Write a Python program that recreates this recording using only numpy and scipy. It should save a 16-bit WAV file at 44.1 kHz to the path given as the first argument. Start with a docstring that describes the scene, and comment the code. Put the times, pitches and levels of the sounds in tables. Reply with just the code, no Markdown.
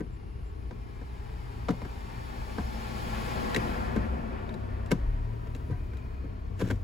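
"""A gear selector is worked through its stepped gate inside a parked car: each stop scrapes, clicks,
rings the steel latch and plastic plate and thuds in the console shell; the body booms as load shifts.
The V6 petrol engine idles, its orders humming through body resonances, and speeds up in neutral.
Outside, a vehicle rolls by with a slow swell of tyre noise. Under it all: fan noise, a faint whine."""
import sys
import numpy as np
from scipy import signal
from scipy.fft import rfft, irfft
from scipy.io import wavfile
from scipy.ndimage import uniform_filter1d, map_coordinates

SR = 44100
rng = np.random.default_rng(int(sys.argv[2]) if len(sys.argv) > 2 else 0)


def transcribe(u):
    """Save the signal u as a 16-bit wav file named by the first command-line argument.

    u: samples, shape (n,) or (channels, n), limited to [-1, 1]; the rate is SR.
    q: integer samples, one column per channel.
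    """
    v = np.clip(np.atleast_2d(u).T, -1, 1)
    q = np.round(v * 32767).astype(np.int16)
    wavfile.write(sys.argv[1], SR, q)


N = 301316
T = np.arange(N) / SR
HZ = np.maximum(np.arange(N // 2 + 1) * SR / N, 1)

# Table levels are relative; the functions add their own gains.
# lever on gate: t/s, level/dB, click offset/dB, thud offset/dB, scrape time/s, top f/Hz
KNOCKS = [(.002, -44, -14, 13, 0.0048, 1780), (.709, -45, -20, 1, .0005, 1700),
          (1.014, -49, -23, 3, 0.0017, 1600), (1.6845, -32.5, -20, 3.5, 0.00072, 1700),
          (1.6895, -33, -22, 6.5, .0014, 900), (1.702, -48, 0.5, 13, .006, 2000),
          (1.817, -42, -18, 2, .0006, 1720), (1.849, -47.5, -11, 5, 0.0029, 1890),
          (2.581, -33.5, -29, 2, 0.0029, 1060), (3.959, -36.5, -12, 10, 0.0045, 1800),
          (4.491, -47, -13, 3, 0.00094, 2200), (4.907, -41, -2.5, 3, 0.0043, 3000),
          (4.915, -26, -8.5, 2, 0.00092, 2400), (5.469, -53.5, -8, 4, 0.0031, 4000),
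          (5.696, -46.5, -17, 7.5, .022, 1480), (5.933, -51.5, -11, 3.5, 0.0021, 3000),
          (6.239, -57.5, -13, 17, 0.01, 1600), (6.589, -49, 0, 4, .0088, 4000),
          (6.603, -39.5, -10, 4, 0.00057, 2600), (6.612, -39.5, -10, 11.5, 0.0041, 2200),
          (6.645, -53, -12, 14, 0.0036, 2000), (6.67, -53, -1, 13, 0.0065, 1500),
          (6.699, -41, -9, 4, 0.0044, 2200), (6.71, -39.5, -12, 6.5, 0.0022, 2200)]
# detent snaps: t/s, level/dB, thud offset/dB, latch offset/dB, knock offset/dB, favoured f/Hz
DETENTS = [(3.546, -37, -2, 9, 2, 3920), (3.562, -30.5, 1.5, 1.5, -13, 2720), (4.541, -54, 9, 3, -1, 3920),
           (4.86, -54.5, 0, -5, -8, 7500), (5.549, -52, 11, 0, 0, 3920), (5.563, -61, -3, -7, -8, 6300),
           (5.97, -56, -9, -7, -6, 3920), (6.686, -54, 0, -6, -9, 7500), (6.757, -61, 0, -11, -12, 7500)]
# modes: f/Hz, level/dB, t60/s
SHELL_MODES = [(131.8, -1.5, 0.11), (177.2, 0, 0.16), (216, 1, 0.13), (252, -0.5, 0.11), (285.3, 4.5, 0.08),
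               (342.7, -12, 0.18), (378.4, -3.5, 0.084), (440, 1, 0.07), (508.5, -4.5, 0.084),
               (620, -19, 0.099)]  # hollow console
PLATE_MODES = [(724, 4.5, 0.11), (860, -11, 0.023), (990, 7, 0.074), (1260, -2, 0.02), (1564, 11, 0.033),
               (1827, 9, 0.02), (2200, 9.5, 0.023), (2690, 2, 0.023), (3230, -1, 0.02)]  # plastic gate plate
LATCH_MODES = [(1620, 0, .03), (1900, 0, .03), (2720, -3, .028), (3350, -7, .018), (3920, -3, .024),
               (4780, -13, .018), (6300, -14, .02), (7500, -10, .025)]  # steel detent and latch
# chatter over the gate's steps: t/s, half length/s, level/dB
RATTLE_BURSTS = [(1.691, .004, -43), (1.708, .005, -48), (6.611, .008, -41), (6.623, .006, -44),
                 (6.668, .03, -53), (6.711, .009, -40)]
# body booms: t/s, f/Hz, level/dB, rise/cycles
BOOMS = [(0.285, 62.6, -36, 1.6), (0.423, 53.5, -30, 1), (1.698, 170, -27, 1.1), (1.713, 135, -32, 1.4),
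         (2.597, 69, -27, 1.3), (3.573, 111, -31, 1.8), (3.964, 100, -31, 3), (3.975, 55, -33, 1.8),
         (4.084, 61.6, -25, 1.84), (4.919, 175, -25, 1.4), (4.93, 130, -33, 1.6), (4.98, 54.3, -24.5, 2.3),
         (5.001, 34.85, -30, 3.4), (5.695, 135.5, -30.5, 2.3), (5.705, 98, -26.5, 1.5),
         (6.62, 115.3, -27, 2), (6.69, 100.2, -28, 3.1), (6.721, 50.7, -28.5, 1.2)]

# firing rate, up in neutral, down as reverse takes load: t/s, f/Hz
FIRING_RATE = [(0, 30.79), (.8, 29.78), (3.2, 29.23), (4.1, 30.1), (4.5, 31.59), (5.0, 35.29),
               (5.35, 37.39), (5.64, 40.03), (5.8, 36.4), (5.95, 31.04), (6.3, 32.38), (6.83, 32.54)]
# engine orders, 1.5 from the unequal banks: multiple of firing rate, level/dB
ORDERS = [(1, -53), (1.5, -50.5), (2, -43.5), (3, -51), (4, -56.5), (6, -59), (8, -63)]
# engine hum: t/s, level/dB
HUM_LEVEL = [(0, -1), (.7, -3), (1.4, 1), (2.2, 0.5), (3.4, 1.5), (4.2, 2), (5.4, 0), (6.1, 1.5), (6.83, 1)]
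# engine load: t/s, shudder level/dB, third-order offset/dB
LOAD = [(0, -53, -2.5), (4.0, -47, 0), (4.35, -56, -5), (4.55, -51.5, 0.5), (5.6, -42, 1),
        (5.85, -43.5, -5.5), (6.1, -44, -6), (6.35, -51, 0), (6.83, -42.5, -4.5)]
# resonances and dips: f/Hz, width/Hz, gain/dB
BODY_RESONANCES = [(36.1, 6.1, 17.5), (78, 11.6, -0.5), (99.8, 9.6, 10), (113.6, 17.4, 12), (143, 21, -7)]
TREAD_RESONANCES = [(802, 103, 0.5), (1075, 28, -5.5), (1304, 55, -9.5), (1632, 68, -8.5), (2053, 88, -10),
                    (2330, 104, -12.5), (3430, 87, -21), (5030, 60, -18.5)]
CABIN_RESONANCES = [(226, 15, 3.5), (427, 43, 3.5), (566, 78, -6), (830, 36, -0.5), (960, 72, 3.5),
                    (1143, 37, 2.5), (1200, 46, -3.5), (1820, 70, 3), (2320, 450, 2.5), (2550, 69, 2.5),
                    (3050, 110, 4), (4750, 1400, 5)]

PASS_S, SPEED_M_S, LANE_M = 3.525, 9.37, 4.12
# pass-by laws: base level/dB, loss per tenfold distance/dB, gain once past/dB, beam lead/m
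RUMBLE_LAW, ROAR_LAW = (-35, 27.5, 3.5, -0.5), (-41, 23.5, -1, -0.44)
HISS_LAW, TREAD_LAW = (-48, 21.5, -8.5, 2), (-49, 14, -10.5, 2.5)
# vehicle reflections: delay when nearest/s, gain
ECHOES = [(.0012, .12), (.0036, .22), (.0058, .28), (.0082, .24), (.0135, .2)]
# electrical whine: t/s, level/dB
WHINE_LEVEL = [(0, -82), (1.5, -83), (3, -86), (4.2, -89), (5, -84), (5.7, -83), (6.1, -95), (6.5, -92),
               (6.83, -85)]
# squeaks and pings: t/s, f/Hz, level/dB, half length/s
SQUEAKS = [(.14, 7440, -76, 0.024), (.35, 2790, -75, .3), (0.478, 7400, -76, 0.028),
           (4.4945, 3790, -49.5, 0.0021), (6.15, 4290, -80, .35)]

# noise spectra: f/Hz, density/dB
CLICK_SPECTRUM = [(600, -32), (1700, 12.5), (2800, 7.5), (4200, 0.5), (5600, 0.5), (7500, 2), (11000, -2.5),
                  (16000, -11)]  # bright contact noise
CLACK_SPECTRUM = [(200, -13), (450, 14), (750, 3), (1200, 2), (1650, -9.5), (2400, -19), (3600, -13.5),
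                  (6000, -22.5), (16000, -61)]  # dense, damped trim modes
RATTLE_SPECTRUM = [(300, -11), (600, 7), (1000, -8.5), (1600, 5.5), (2200, -10.5), (3600, -10), (5000, -19),
                   (7300, -17), (16000, -25)]  # loose plastic
SHUDDER_SPECTRUM = [(35, -31), (55, 2), (70, 3), (95, -2.5), (125, 0), (150, -14.5), (300, -51.5)]  # car body
RUMBLE_SPECTRUM = [(90, -10.5), (150, -1), (230, 2), (330, -7.5), (480, -7), (650, -7), (950, -29.5),
                   (1500, -31), (5000, -94)]  # tyres, low
ROAR_SPECTRUM = [(300, -6.5), (560, 0.5), (850, 1), (1080, 2.5), (1380, -0.5), (1850, -2.5), (2500, -8.5),
                 (4000, -22.5), (8000, -45), (16000, -103)]  # tyres, mid
HISS_SPECTRUM = [(900, -22), (2200, 10), (3500, 8), (5500, 0.5), (7500, 2), (11000, 1), (16000, -5)]  # tyres, high
BULKHEAD_SPECTRUM = [(15, -33), (28, -20), (48, 5.5), (72, 4), (105, -9.5), (150, -11.5), (200, -14.5),
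                     (400, -15.5), (560, -25.5), (900, -31), (2500, -41), (6000, -55.5), (16000, -102)]  # engine and fan
FAN_SPECTRUM = [(900, -30), (2200, 16), (3500, 6), (5500, 0), (7500, -2), (11000, -1.5), (16000, -9)]  # steady cabin hiss

# stereo width: f/Hz, side minus mid/dB
AIR_WIDTH = [(38, -41), (70, -5), (120, -0.5), (220, -5.5), (400, -1.5), (700, 4), (1300, 6), (2400, -7),
             (4400, -3), (9000, 3)]
LEVER_WIDTH = [(60, 0), (200, -19), (380, -14), (700, -8), (1300, -4), (2400, -5), (4400, -5), (9000, 3)]
# treble widener: f/Hz, phase between channels/turns
WIDENER_PHASE = [(7500, 0), (8600, .5), (9600, .5), (10500, 1), (11600, 1), (12550, 1.5), (13700, 1.5),
                 (14550, 2)]


def selector(crack_t60_s=.038, tail_t60_s=.39, scrape_gain=.38):
    """Each contact scrapes, cracks, rings latch and plate and shakes the shell; the cabin adds a tail."""
    out, t = np.zeros(N + SR), T[:SR // 4]
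    click_noise = np.pad(noise(CLICK_SPECTRUM), (0, SR), mode="wrap")
    clack_noise = np.pad(noise(CLACK_SPECTRUM), (0, SR), mode="wrap")
    for at_s, thud_db, knock_db, click_db, latch_db, latch_modes, scrape_s, top_hz in contacts():
        start = int(at_s * SR)
        span = slice(start, start + len(t))
        rise, seated_s = np.minimum(t / scrape_s, 1), np.maximum(t - scrape_s, 0)
        crack = rise * undb(-60 * seated_s / crack_t60_s)
        tail = rise * undb(-60 * seated_s / tail_t60_s)
        clack = (crack + undb(-21) * tail) * clack_noise[span]
        click = (crack + undb(-29) * tail) * click_noise[span]
        force = scrape_gain * rng.standard_normal(len(t)) * (t / scrape_s) * np.exp(-t / scrape_s)
        force[0] += 1  # one blow ahead of the tiny slips
        plate_modes = hardened(softened(PLATE_MODES, top_hz), 0.44 * top_hz)
        plate = ring(plate_modes, rise_cycles=0.74, detune=0.0078, scatter_db=0)
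        plate = signal.fftconvolve(force, plate)[:len(t)]
        latch = ring(latch_modes, rise_cycles=0.42, detune=0.0099, scatter_db=1)
        latch = signal.fftconvolve(force, latch)[:len(t)]
        shell = ring(softened(SHELL_MODES, 0.32 * top_hz), rise_cycles=1.84, detune=0.031, scatter_db=1)
        out[span] += undb(thud_db + 1.1) * unit_burst(shell, window_s=0.011)
        out[span] += undb(knock_db - 4) * unit_burst(plate, window_s=0.0055)
        out[span] += undb(knock_db - 1) * unit_burst(clack, window_s=0.0068)
        out[span] += undb(click_db + 1) * unit_burst(click, window_s=0.0025)
        out[span] += undb(latch_db) * unit_burst(latch, window_s=0.0036)
    return out[:N]


def contacts(knock_latch_db=-17, snap_s=.0006, snap_top_hz=4000):
    """Knocks barely stir the latch; detent snaps are short and hard and ring it."""
    for at_s, db, click_db, thud_db, scrape_s, top_hz in KNOCKS:
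        latch_db = click_db + knock_latch_db
        yield at_s, db + thud_db, db, db + click_db, db + latch_db, LATCH_MODES, scrape_s, top_hz
    for at_s, db, thud_db, latch_db, knock_db, favoured_hz in DETENTS:
        modes = struck(LATCH_MODES, favoured_hz)
        yield at_s, db + thud_db, db + knock_db, db, db + latch_db, modes, snap_s, snap_top_hz


def ring(modes, rise_cycles, detune, scatter_db):
    """One blow on a set of modes; each builds over rise_cycles, so the lows come late."""
    t = T[:SR // 4]
    hz, db, t60_s = np.transpose(modes)[:, :, None]
    pitch_draw, phase_turns, level_draw = rng.standard_normal((3, len(modes), 1))
    swell = 1 - np.exp(-(t * hz / rise_cycles) ** 2)
    waves = np.sin(2 * np.pi * (hz * (1 + detune * pitch_draw) * t + phase_turns))
    return np.sum(undb(db + scatter_db * level_draw - 60 * t / t60_s) * swell * waves, axis=0)


def softened(modes, top_hz):
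    """A soft contact barely excites modes above top_hz."""
    return [(hz, db - 10 * np.log10(1 + (hz / top_hz) ** 6), t60_s) for hz, db, t60_s in modes]


def hardened(modes, bottom_hz):
    """A hard contact is too short to push modes below bottom_hz."""
    return [(hz, db - 10 * np.log10(1 + (bottom_hz / hz) ** 4), t60_s) for hz, db, t60_s in modes]


def struck(modes, favoured_hz, width_hz=700, boost_db=7):
    """The strike point favours one mode."""
    peak = [(favoured_hz, width_hz, boost_db)]
    return [(hz, db + resonance_db(peak, hz), t60_s) for hz, db, t60_s in modes]


def rattle(ticks_per_s=1500):
    """Loose plastic chatters in dense ticks as the lever crosses the steps."""
    ticks = (rng.random(N) < ticks_per_s / SR) * rng.standard_normal(N)
    bursts = sum(undb(db) * bell(at_s, half_s) for at_s, half_s, db in RATTLE_BURSTS)
    return bursts * unit(filtered(ticks, response(RATTLE_SPECTRUM)))


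def slide(level_db=-57):
    """The lever rubs along the gate in one quick pull."""
    return undb(level_db + walk(84.7)) * bell(at_s=6.66, half_s=0.085, power=4) * noise(CLICK_SPECTRUM)


def booms():
    """The body swells into a low note and settles as the lever lands or the gearbox load shifts."""
    out = np.zeros(N)
    for at_s, hz, db, rise_cycles in BOOMS:
        cycles = hz * np.maximum(T - at_s, 0)
        age = cycles / rise_cycles
        out += undb(db) * age * np.exp(1 - age) * np.sin(2 * np.pi * cycles)
    return out


def engine(speed_jitter=0.00902, flutter_db=3, gain_db=-1):
    """Uneven firings hum through the body, orders louder at its resonances. Returns hum, firing phase."""
    firing_hz, = curves(FIRING_RATE)
    phase = 2 * np.pi * np.cumsum(firing_hz * (1 + speed_jitter * walk(5))) / SR
    _, third_order_db = curves(LOAD)
    hum = np.zeros(N)
    for order, db in ORDERS:
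        load_db = third_order_db if order == 3 else 0
        body_db = resonance_db(BODY_RESONANCES, order * firing_hz)
        gain = undb(db + load_db + body_db + flutter_db * walk(16.4))
        hum += gain * np.sin(order * phase + rng.uniform(0, 2 * np.pi))
    return np.sqrt(2) * undb(gain_db + curves(HUM_LEVEL)[0]) * hum, phase


def shudder():
    """The body rumbles, most while reverse drags the engine down."""
    return undb(curves(LOAD)[0]) * noise(SHUDDER_SPECTRUM)


def passing_vehicle(sweep_s=3.655):
    """Tyre noise swells and fades; reflections lag more as the vehicle nears, sweeping combs through it."""
    rumble = undb(pass_db(*RUMBLE_LAW) + 1.3 * walk(13)) * noise(RUMBLE_SPECTRUM)
    roar = undb(pass_db(*ROAR_LAW) + 1.1 * walk(7.5)) * noise(ROAR_SPECTRUM)
    hiss = undb(pass_db(*HISS_LAW)) * noise(HISS_SPECTRUM)
    tyres = rumble + roar + hiss + tread()
    nearness = 1 / np.hypot(1, (T - PASS_S) / sweep_s)
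    reflected = sum(gain * map_coordinates(tyres, [(T - delay_s * nearness) * SR], order=1)
                    for delay_s, gain in ECHOES)
    return (tyres + reflected) / np.sqrt(1 + sum(gain ** 2 for _, gain in ECHOES))


def tread(sound_m_s=343):
    """Narrow tread resonances, Doppler-shifted down as the vehicle passes."""
    gain = sum(undb(db) / (1 + (2 * (HZ - hz) / width_hz) ** 2) for hz, width_hz, db in TREAD_RESONANCES)
    song = unit(filtered(rng.standard_normal(N), gain))
    delay_s = np.hypot(LANE_M, SPEED_M_S * (T - PASS_S)) / sound_m_s
    return undb(pass_db(*TREAD_LAW)) * map_coordinates(song, [(T - delay_s) * SR], order=1, mode="mirror")


def pass_db(base_db, spreading_db, behind_db, lead_m, screen_db=9):
    """Level falls with distance; hiss beams forward, rumble backward; an obstacle screens the start."""
    distance_m = np.hypot(LANE_M, SPEED_M_S * (T - PASS_S) + lead_m)
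    gone_by = (1 + np.tanh((T - 3.93) / .18)) / 2
    hidden = (1 - np.tanh((T - 0.79) / 0.45)) / 2
    return base_db - spreading_db * np.log10(distance_m / LANE_M) + behind_db * gone_by - screen_db * hidden


def cabin_noise(firing_phase, rumble_db=-41, hiss_db=-73.5, throb_depth=0.14):
    """Engine and fan noise through the bulkhead, throbbing with the firings, plus a steady hiss."""
    rumble = undb(rumble_db + 0.36 * walk(22)) * noise(BULKHEAD_SPECTRUM)
    return rumble * (1 + throb_depth * np.sin(firing_phase)) + undb(hiss_db) * noise(FAN_SPECTRUM)


def whirr(level_db=-67):
    """Soft narrow-band whirr while the gearbox holds reverse."""
    band = noise([(2000, -36), (2420, 0), (2500, 0), (2580, -24), (3000, -43), (6000, -70)])
    return undb(level_db) * bell(at_s=5.97, half_s=0.35, power=4) * band


def high_tones(whine_hz=10720, whine_waver_hz=14, squeak_waver_hz=50):
    """A thin wavering electrical whine and a few faint squeaks."""
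    whine = undb(curves(WHINE_LEVEL)[0] + 2 * walk(12)) * tone(whine_hz + whine_waver_hz * walk(32.4))
    squeaks = sum(undb(db) * bell(at_s, half_s) * tone(hz + squeak_waver_hz * walk(123))
                  for at_s, hz, db, half_s in SQUEAKS)
    return whine + squeaks


def cabin_colour(x):
    """Cabin resonances colour airborne noise."""
    return filtered(x, undb(resonance_db(CABIN_RESONANCES, HZ) - 2))


def stereo(direct, scattered, width, direct_share, lean_left, port_lag_s=.00043):
    """Mid is the direct sound; side mixes the lag between two ports, cabin scatter and a left bias."""
    spectrum = rfft(direct)
    lagged = 1j * np.sqrt(2) * np.sin(2 * np.pi * HZ * port_lag_s) * spectrum
    spread = np.sqrt(direct_share) * lagged + np.sqrt(1 - direct_share) * rfft(scattered)
    lean_shape = response([(35, -5), (80, 1), (600, 16), (1200, 8), (4500, 5.5), (8000, -7)])
    lean = np.tanh(lean_left * np.log(10) / 40) * lean_shape
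    side = irfft(response(width) * spread + lean * spectrum, N)
    return np.array([direct + side, direct - side])


def widen(pair, crossover_hz=6300):
    """Both channels get the same treble, in phase and antiphase in alternate bands."""
    treble = 1 / (1 + (crossover_hz / HZ) ** 24)
    turns = np.interp(HZ, *np.transpose(WIDENER_PHASE))
    spread = rfft(pair.mean(axis=0)) * np.exp(1j * np.pi * turns * np.array([[-1], [1]]))
    return irfft((1 - treble) * rfft(pair) + treble * spread, N)


def undb(db):
    """Decibels to gain."""
    return 10 ** (np.asarray(db) / 20)


def unit(x):
    """Scale to rms 1."""
    return x / np.sqrt(np.mean(x ** 2))


def unit_burst(x, window_s):
    """Scale the loudest window to rms 1."""
    return x / np.sqrt(uniform_filter1d(x ** 2, int(window_s * SR), mode="constant").max())


def bell(at_s, half_s, power=2):
    """Bell envelope; higher power, flatter top."""
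    return np.exp(-((T - at_s) / half_s) ** power)


def tone(hz):
    """Sine of rms 1 along a frequency curve."""
    return np.sqrt(2) * np.sin(2 * np.pi * np.cumsum(hz) / SR)


def curves(table):
    """Table columns, interpolated in time."""
    times_s, *columns = np.transpose(table)
    return [np.interp(T, times_s, column) for column in columns]


def response(points):
    """Gain per FFT bin from points: f/Hz, level/dB."""
    hz, db = np.transpose(points)
    return undb(np.interp(np.log(HZ), np.log(hz), db))


def resonance_db(peaks, hz):
    """Summed boost of the resonances at hz."""
    return sum(db / (1 + (2 * (hz - centre_hz) / width_hz) ** 2) for centre_hz, width_hz, db in peaks)


def filtered(x, gain):
    """Apply a gain per FFT bin."""
    return irfft(rfft(x) * gain, N)


def noise(spectrum):
    """Shaped noise, rms 1."""
    return unit(filtered(rng.standard_normal(N), response(spectrum)))


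def walk(rate_hz):
    """Slow random drift, rms 1."""
    bin_hz = np.arange(len(HZ)) * SR / N
    return unit(filtered(rng.standard_normal(N), np.exp(-(bin_hz / rate_hz) ** 2)))


def scene():
    """Selector, engine and street in stereo; a second random draw serves as cabin scatter."""
    hum, firing_phase = engine()
    air, scattered_air = (cabin_colour(cabin_noise(firing_phase) + passing_vehicle()) for _ in range(2))
    background = air + hum + shudder() + booms() + whirr() + high_tones()
    lever, scattered_lever = (selector() + slide() + rattle() for _ in range(2))
    return (stereo(lever, scattered_lever, LEVER_WIDTH, direct_share=0.16, lean_left=1)
            + stereo(background, scattered_air, AIR_WIDTH, direct_share=0.12, lean_left=2.5))


def record(dry):
    """Treble widener, 16 Hz high-pass, steep 15.9 kHz low-pass."""
    highpass = signal.butter(2, 16, "highpass", fs=SR, output="sos")
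    lowpass = signal.ellip(10, .2, 80, 15900, fs=SR, output="sos")
    return signal.sosfilt(lowpass, signal.sosfilt(highpass, widen(dry)))


dry = scene()
out = record(dry)
transcribe(out)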